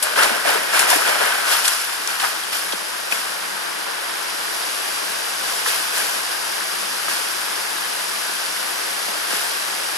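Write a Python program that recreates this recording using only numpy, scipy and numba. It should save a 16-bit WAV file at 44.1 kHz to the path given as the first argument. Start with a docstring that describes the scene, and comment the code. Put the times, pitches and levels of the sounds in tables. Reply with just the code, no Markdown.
"""A shallow river babbles over stones in a wood, a steady cloud of ringing bubbles heard from the bank.
A dog bounds through it for two seconds and climbs out; wet rustles and a few dull knocks follow.
Each splash is a burst of bubbles (deep gulp, slosh, fine spray); slaps, cracks, scuffs and plops add bite.
The river grows louder, then brighter, as the hand-held stereo microphones turn towards the riffles."""
import sys
import numpy as np
from scipy import signal
from scipy.fft import rfft, irfft, next_fast_len
from scipy.io import wavfile
from numba import njit

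SR = 44100
rng = np.random.default_rng(int(sys.argv[2]) if len(sys.argv) > 2 else 0)


def wrap_up_sound(samples):
    """Save the sound to the file named by the first command line argument, as 16-bit audio."""
    columns = np.atleast_2d(samples).T
    # keep every value between -1 and 1, then stretch to whole-number steps
    tamed = np.clip(columns, -1, 1)
    steps = np.round(tamed * 32767).astype(np.int16)
    wavfile.write(sys.argv[1], SR, steps)


N = 439677
TIME = np.arange(N) / SR
FFT_SIZE = next_fast_len(N + 4096, real=True)
FREQ = np.maximum(np.arange(FFT_SIZE // 2 + 1) * SR / FFT_SIZE, 1)

# tone of the riffles, with a lift for the fine fizz: freq_hz, gain_db
RIFFLE_EQ = [(150, -2.5), (1150, 1), (1350, -1), (2000, 0), (4350, 0.36), (4650, 4), (5600, 3.5),
             (8700, -0.5), (12000, 1)]
# low layer of a splash, the gulp of trapped air: freq_hz, gain_db
GULP_EQ = [(100, -19), (300, -2), (470, 1), (620, 3), (1200, -25), (2500, -29), (6000, -53)]
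# middle layer, the slosh of the churned surface: freq_hz, gain_db
SLOSH_EQ = [(300, -36), (700, -4), (980, 1), (1130, -1.5), (1500, 1.5), (1720, -0.5), (2200, 0.5),
            (3500, -5), (8000, -12.5)]
# top layer, the spray: freq_hz, gain_db
SPRAY_EQ = [(1000, -35), (2500, 0), (4000, -2), (5100, 4), (7000, 2.5), (8500, 0.5), (10500, 0), (14000, 4)]
# the dog's plunges: start_s, rise_s, slosh_db, spray_db
BOUNDS = [(.011, 0.044, -20.5, -25), (0.151, 0.04, -11.5, -18.5), (0.435, 0.04, -14, -20.5),
          (.685, 0.11, -18.5, -21.5), (.865, 0.042, -18, -18), (1.03, 0.065, -16.5, -25),
          (1.19, 0.025, -15, -25.5), (1.44, 0.079, -18.5, -17), (1.63, .025, -22, -18),
          (2.071, 0.019, -23.5, -26.5), (2.19, 0.03, -22.5, -23.5)]
# sharp slaps, crisp cracks and scuffs: start_s, level_db, centre_hz, length_s
CRACKLE_HITS = [(0.024, -6.5, 10500, .015), (0.157, -15, 1800, .012), (0.186, -13, 1610, .016),
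                (0.222, -6, 1510, 0.011), (.23, -7, 5200, .01), (0.79, -4.5, 8150, .015),
                (0.9, -5, 8900, 0.0075), (0.927, -8, 1690, 0.011), (1.653, -11, 4300, .011),
                (1.6775, -3.5, 7100, 0.0086), (2.074, -11, 5500, 0.0044), (2.196, -15, 3600, .015),
                (2.233, -13, 1300, 0.031), (2.528, -15, 4000, 0.0098), (2.721, -16.5, 3820, .014),
                (3.12, -19, 2500, .011), (5.658, -15.5, 1200, .011), (7.08, -17, 1300, .011)]
# single large bubbles and drops: start_s, pitch_hz, level_db
PLOPS = [(.312, 225, -22.5), (.454, 676, -15), (.553, 420, -19.5), (.915, 950, -14.5), (.928, 707, -10.5),
         (.957, 290, -18), (1.216, 598, -18), (2.0742, 5750, -7.5), (2.229, 765, -18.5), (2.436, 3230, -22),
         (3.123, 2520, -7.5)]
# swell of the dog's wake: time_s, slosh_db
WAKE_ENVELOPE = [(.6, -53), (.75, -16), (1.1, -24.5), (1.38, -22), (1.6, -25), (1.9, -52)]
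# wet rustles along the bank: start_s, rise_s, level_db
RUSTLES = [(2.516, .01, -23), (3.102, 0.013, -23.5), (5.42, .056, -25), (5.648, 0.024, -20.5),
           (5.915, .068, -20.5), (7.075, .018, -23), (9.284, .028, -22.5)]
# dull knocks: start_s, level_db
KNOCKS = [(2.732, -22), (3.121, -28), (9.082, -26.5), (9.329, -23)]
# how alike the left and right channels sound (0 to 1); the treble around 6-7 kHz is nearly mono:
# freq_hz, wide_likeness, compact_likeness, phase_rad
STEREO_IMAGE = [(150, 0.52, 0, 3), (460, 0.86, 1, 2), (730, 0.71, 0.59, 1.8), (950, 0.18, 1, 1.52),
                (1470, 0.18, 0.47, 0), (2230, 0.12, 0.29, -2.5), (3180, 0, 0.7, -5), (4520, 0.23, 0.43, -5),
                (4400, 0.5, 0, -7), (5080, 0.31, 0, -6.5), (6400, 1, 0.4, -5.5), (7330, 0.94, 0.9, -5),
                (9050, 0, 0.8, -5.5)]
# tone of the water at each microphone: freq_hz, left_db, right_db
MIC_EQ = [(71, -33, -30), (156.4, -2, -11.5), (308, 5.5, -1), (550.0, 6.5, 4.5), (1205, 9.5, 7),
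          (1570, 14, 9), (2140, 3, 7.5), (2970, 6, 4.5), (4000, 0.5, 4.5), (5240, -2.5, 3), (6430, -4, -3),
          (8280, 1.5, -4), (10540, 8, -12), (15000, -11, -32)]


def undb(db):
    """Decibels to gain."""
    return 10 ** (np.asarray(db) / 20)


def curve(hz, values):
    """Values joined by straight lines over log frequency."""
    return np.interp(np.log(FREQ), np.log(hz), values)


def filtered(x, gain):
    """Filter with one gain for each frequency."""
    return irfft(rfft(x, FFT_SIZE) * gain, FFT_SIZE)[..., :N]


def eq(x, points):
    """Equalise through (freq_hz, gain_db) points."""
    hz, db = np.transpose(points)
    return filtered(x, undb(curve(hz, db)))


def wander(rate_hz):
    """Smooth random modulation, spread near 1."""
    steps = rng.standard_normal(4096)
    return np.interp(TIME * rate_hz, np.arange(len(steps)), steps)


def burst(age, rise_s, decay_s):
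    """Envelope with a straight attack and an exponential tail."""
    return np.clip(age / rise_s, 0, 1) * np.exp(-np.clip((age - rise_s) / decay_s, 0, 30))


def stereo(pair, compact):
    """Set how alike the left and right channels sound, band by band, for a wide or a compact source."""
    hz, wide_likeness, compact_likeness, phase = np.transpose(STEREO_IMAGE)
    likeness = np.clip(curve(hz, compact_likeness if compact else wide_likeness), 0, 1)
    shared = filtered(pair[0], likeness * np.exp(-1j * curve(hz, phase)))
    separate = filtered(pair[1], np.sqrt(1 - likeness ** 2))
    return np.array([pair[0], shared + separate])


@njit
def ring_bubbles(starts, hz, cycles, strengths, glide):
    """Each bubble is a dying sine whose pitch climbs as it nears the surface."""
    out = np.zeros(N)
    for k in range(len(starts)):
        life = cycles[k] * SR / hz[k]
        radians = 2 * np.pi * hz[k] / SR
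        step = np.exp(1j * radians - 5 / life)  # one sample of spin and decay
        climb = np.exp(1j * radians * glide / life)
        phasor = strengths[k] + 0j
        for i in range(starts[k], min(N, starts[k] + int(life))):
            phasor *= step
            step *= climb
            out[i] += phasor.imag
    return out


def bubble_cloud(count, cycles, spread_db, glide):
    """An even, white cloud of bubbles of all sizes: many faint ones and a few strong."""
    when, pitch, life, rarity = rng.random((count, 4)).T
    hz = (np.sqrt(120) + pitch * (np.sqrt(15000) - np.sqrt(120))) ** 2
    ring_cycles = cycles * 2 ** (2 * life - 1)
    accent = undb(-spread_db * np.log(np.maximum(rarity, .004)))
    # small bubbles die sooner, so they must be stronger to carry the same energy
    strengths = accent * hz ** (3 / 4) / np.sqrt(ring_cycles)
    cloud = ring_bubbles((when * N).astype(np.int64), hz, ring_cycles, strengths, glide)
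    return cloud / cloud.std() * np.sqrt(2 / 3)


def water(count, cycles, spread_db, glide, wash):
    """Two unrelated bubble clouds, each over a wash of bubbles too many to tell apart."""
    clouds = np.array([bubble_cloud(count, cycles, spread_db, glide) for _ in range(2)])
    return np.sqrt(1 - wash) * clouds + np.sqrt(wash) * rng.standard_normal((2, N))


def mic_turn(middle_s, length_s, gain_db):
    """Decibels gained as the microphones swing steadily towards the riffles."""
    return gain_db * np.clip(.5 + (TIME - middle_s) / length_s, 0, 1)


def river():
    """The bed of the scene: riffles gurgle, babble and fizz over the stones without pause."""
    flow = eq(water(count=80000, cycles=10.4, spread_db=2.5, glide=.15, wash=0.59), RIFFLE_EQ)
    fizz = filtered(flow, curve([1500, 6000], [0, 1]))
    gurgle = filtered(flow, curve([130, 260], [1, 0]))
    babble = (flow - fizz - gurgle) * undb(0.35 * wander(22))
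    babble += gurgle * undb(2.8 * wander(9) + 0.3)  # the deepest gurgles come and go
    babble_db = -27.2 + mic_turn(middle_s=3.5, length_s=1.3, gain_db=1.97)
    fizz_db = -28 + mic_turn(middle_s=4.34, length_s=0.71, gain_db=3.43) + 0.13 * wander(25)
    return stereo(babble * undb(babble_db) + fizz * undb(fizz_db), compact=False)


def bounds():
    """Power envelopes of gulp, slosh and spray: each plunge dies fast, then thrown water rains back."""
    power = np.zeros((3, N))
    for start, rise, slosh_db, spray_db in BOUNDS:
        age = TIME - start
        # from 1.02 to 2 s the dog crosses the shallows, which trap less air
        gulp_db = slosh_db + np.interp(start, [1.02, 2], [1.5, -23])
        plunge = burst(age, rise, decay_s=0.12)
        fallback = undb(-10.5) * burst(age - rise, rise_s=0.03, decay_s=0.52)
        churn = plunge ** 2 + fallback ** 2
        power[0] += (undb(gulp_db) * burst(age, rise, decay_s=0.17)) ** 2
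        power[1] += undb(slosh_db) ** 2 * churn
        power[2] += undb(spray_db) ** 2 * churn
    return power


def splashes(power):
    """Trapped air gulps, the surface sloshes and droplets spray, each riding its own power envelope."""
    cloud = water(count=50000, cycles=11.6, spread_db=3.0, glide=0.2, wash=0.29)
    droplets = water(count=120000, cycles=15, spread_db=4.0, glide=0.092, wash=0.62)
    gulp, slosh, spray = np.sqrt(power)
    lumps = wander(60)  # water lands in lumps, so every splash is uneven
    sound = eq(cloud, GULP_EQ) * gulp * undb(1.6 * wander(45) + 0.39 * lumps - 3.0)
    sound += eq(cloud, SLOSH_EQ) * slosh * undb(0.37 * lumps - 1.4)
    sound += eq(droplets, SPRAY_EQ) * spray * undb(0.95 * lumps)
    return stereo(sound, compact=True)


def crackle_hits():
    """Sharp slaps, crisp cracks and scuffs: milliseconds of dense crackle in one broad band."""
    crackle = water(count=90000, cycles=2.2, spread_db=4.0, glide=0.11, wash=0.47)
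    out = np.zeros((2, N))
    age = np.arange(4096) / SR
    freq = np.maximum(np.fft.rfftfreq(len(age), 1 / SR), 1)
    for start, db, hz, length in CRACKLE_HITS:
        span = slice(int(start * SR), int(start * SR) + len(age))
        hit = crackle[:, span] * burst(age, rise_s=0.22 * length, decay_s=0.78 * length)
        bandpass = 1 / (1 + 1.3j * (freq / hz - hz / freq))  # Q of 1.3
        out[:, span] += undb(db) * irfft(rfft(hit) * bandpass)
    return stereo(out, compact=True)


def plops():
    """A pocket of air rings briefly, bending slightly up; the larger and lower, the longer it rings."""
    out = np.zeros((2, N))
    age = np.arange(SR // 8) / SR
    for start, hz, db in PLOPS:
        first = int(start * SR)
        decay_s = 0.0064 * (1000 / hz) ** 0.47
        tone = np.sin(2 * np.pi * hz * age * (1 + 1.45 * age))
        envelope = (1 - np.exp(-age * hz)) * np.exp(-age / decay_s)
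        out[0, first:first + len(age)] += undb(db) * tone * envelope
    return stereo(out, compact=True)


def wake():
    """Power envelopes of gulp, slosh and spray as the dog's body pushes water towards the bank."""
    slosh_db = np.interp(TIME, *np.transpose(WAKE_ENVELOPE), left=-np.inf, right=-np.inf)
    layer_mix = undb([-2.5, 0, -5.5])
    return np.outer(layer_mix, undb(slosh_db)) ** 2


def rustles():
    """Power envelopes of gulp, slosh and spray for the light, hissy rustles along the bank."""
    power = sum((undb(db) * burst(TIME - start, rise, decay_s=0.17)) ** 2 for start, rise, db in RUSTLES)
    layer_mix = undb([-2.5, -2.3, 0])
    return np.outer(layer_mix ** 2, power)


def knocks():
    """Short, dull knocks, each diving in pitch to a thud."""
    from_hz, to_hz, dive_s = 1010, 170, 0.00373
    out = np.zeros((2, N))
    age = np.arange(SR // 8) / SR
    hz = to_hz + (from_hz - to_hz) * np.exp(-age / dive_s)
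    thud = np.sin(2 * np.pi * np.cumsum(hz) / SR) * burst(age, rise_s=.001, decay_s=0.0099)
    for start, db in KNOCKS:
        first = int(start * SR)
        out[0, first:first + len(age)] += undb(db) * thud
    return stereo(out, compact=True)


def scene():
    """The river underneath, the splashes over it, and crackle hits, plops and knocks as accents."""
    return river() + splashes(bounds() + wake() + rustles()) + crackle_hits() + plops() + knocks()


def record(dry):
    """The left microphone is bright, the right one dull; peaks clip at full scale and the top is cut."""
    hz, *sides_db = np.transpose(MIC_EQ)
    mic_gains = undb([curve(hz, db) for db in sides_db])
    clipped = np.clip(filtered(dry, mic_gains), -1, 1)
    high_cut = signal.ellip(10, .2, 85, 14400, fs=SR, output="sos")
    return signal.sosfilt(high_cut, clipped)


dry = scene()
out = record(dry)
wrap_up_sound(out)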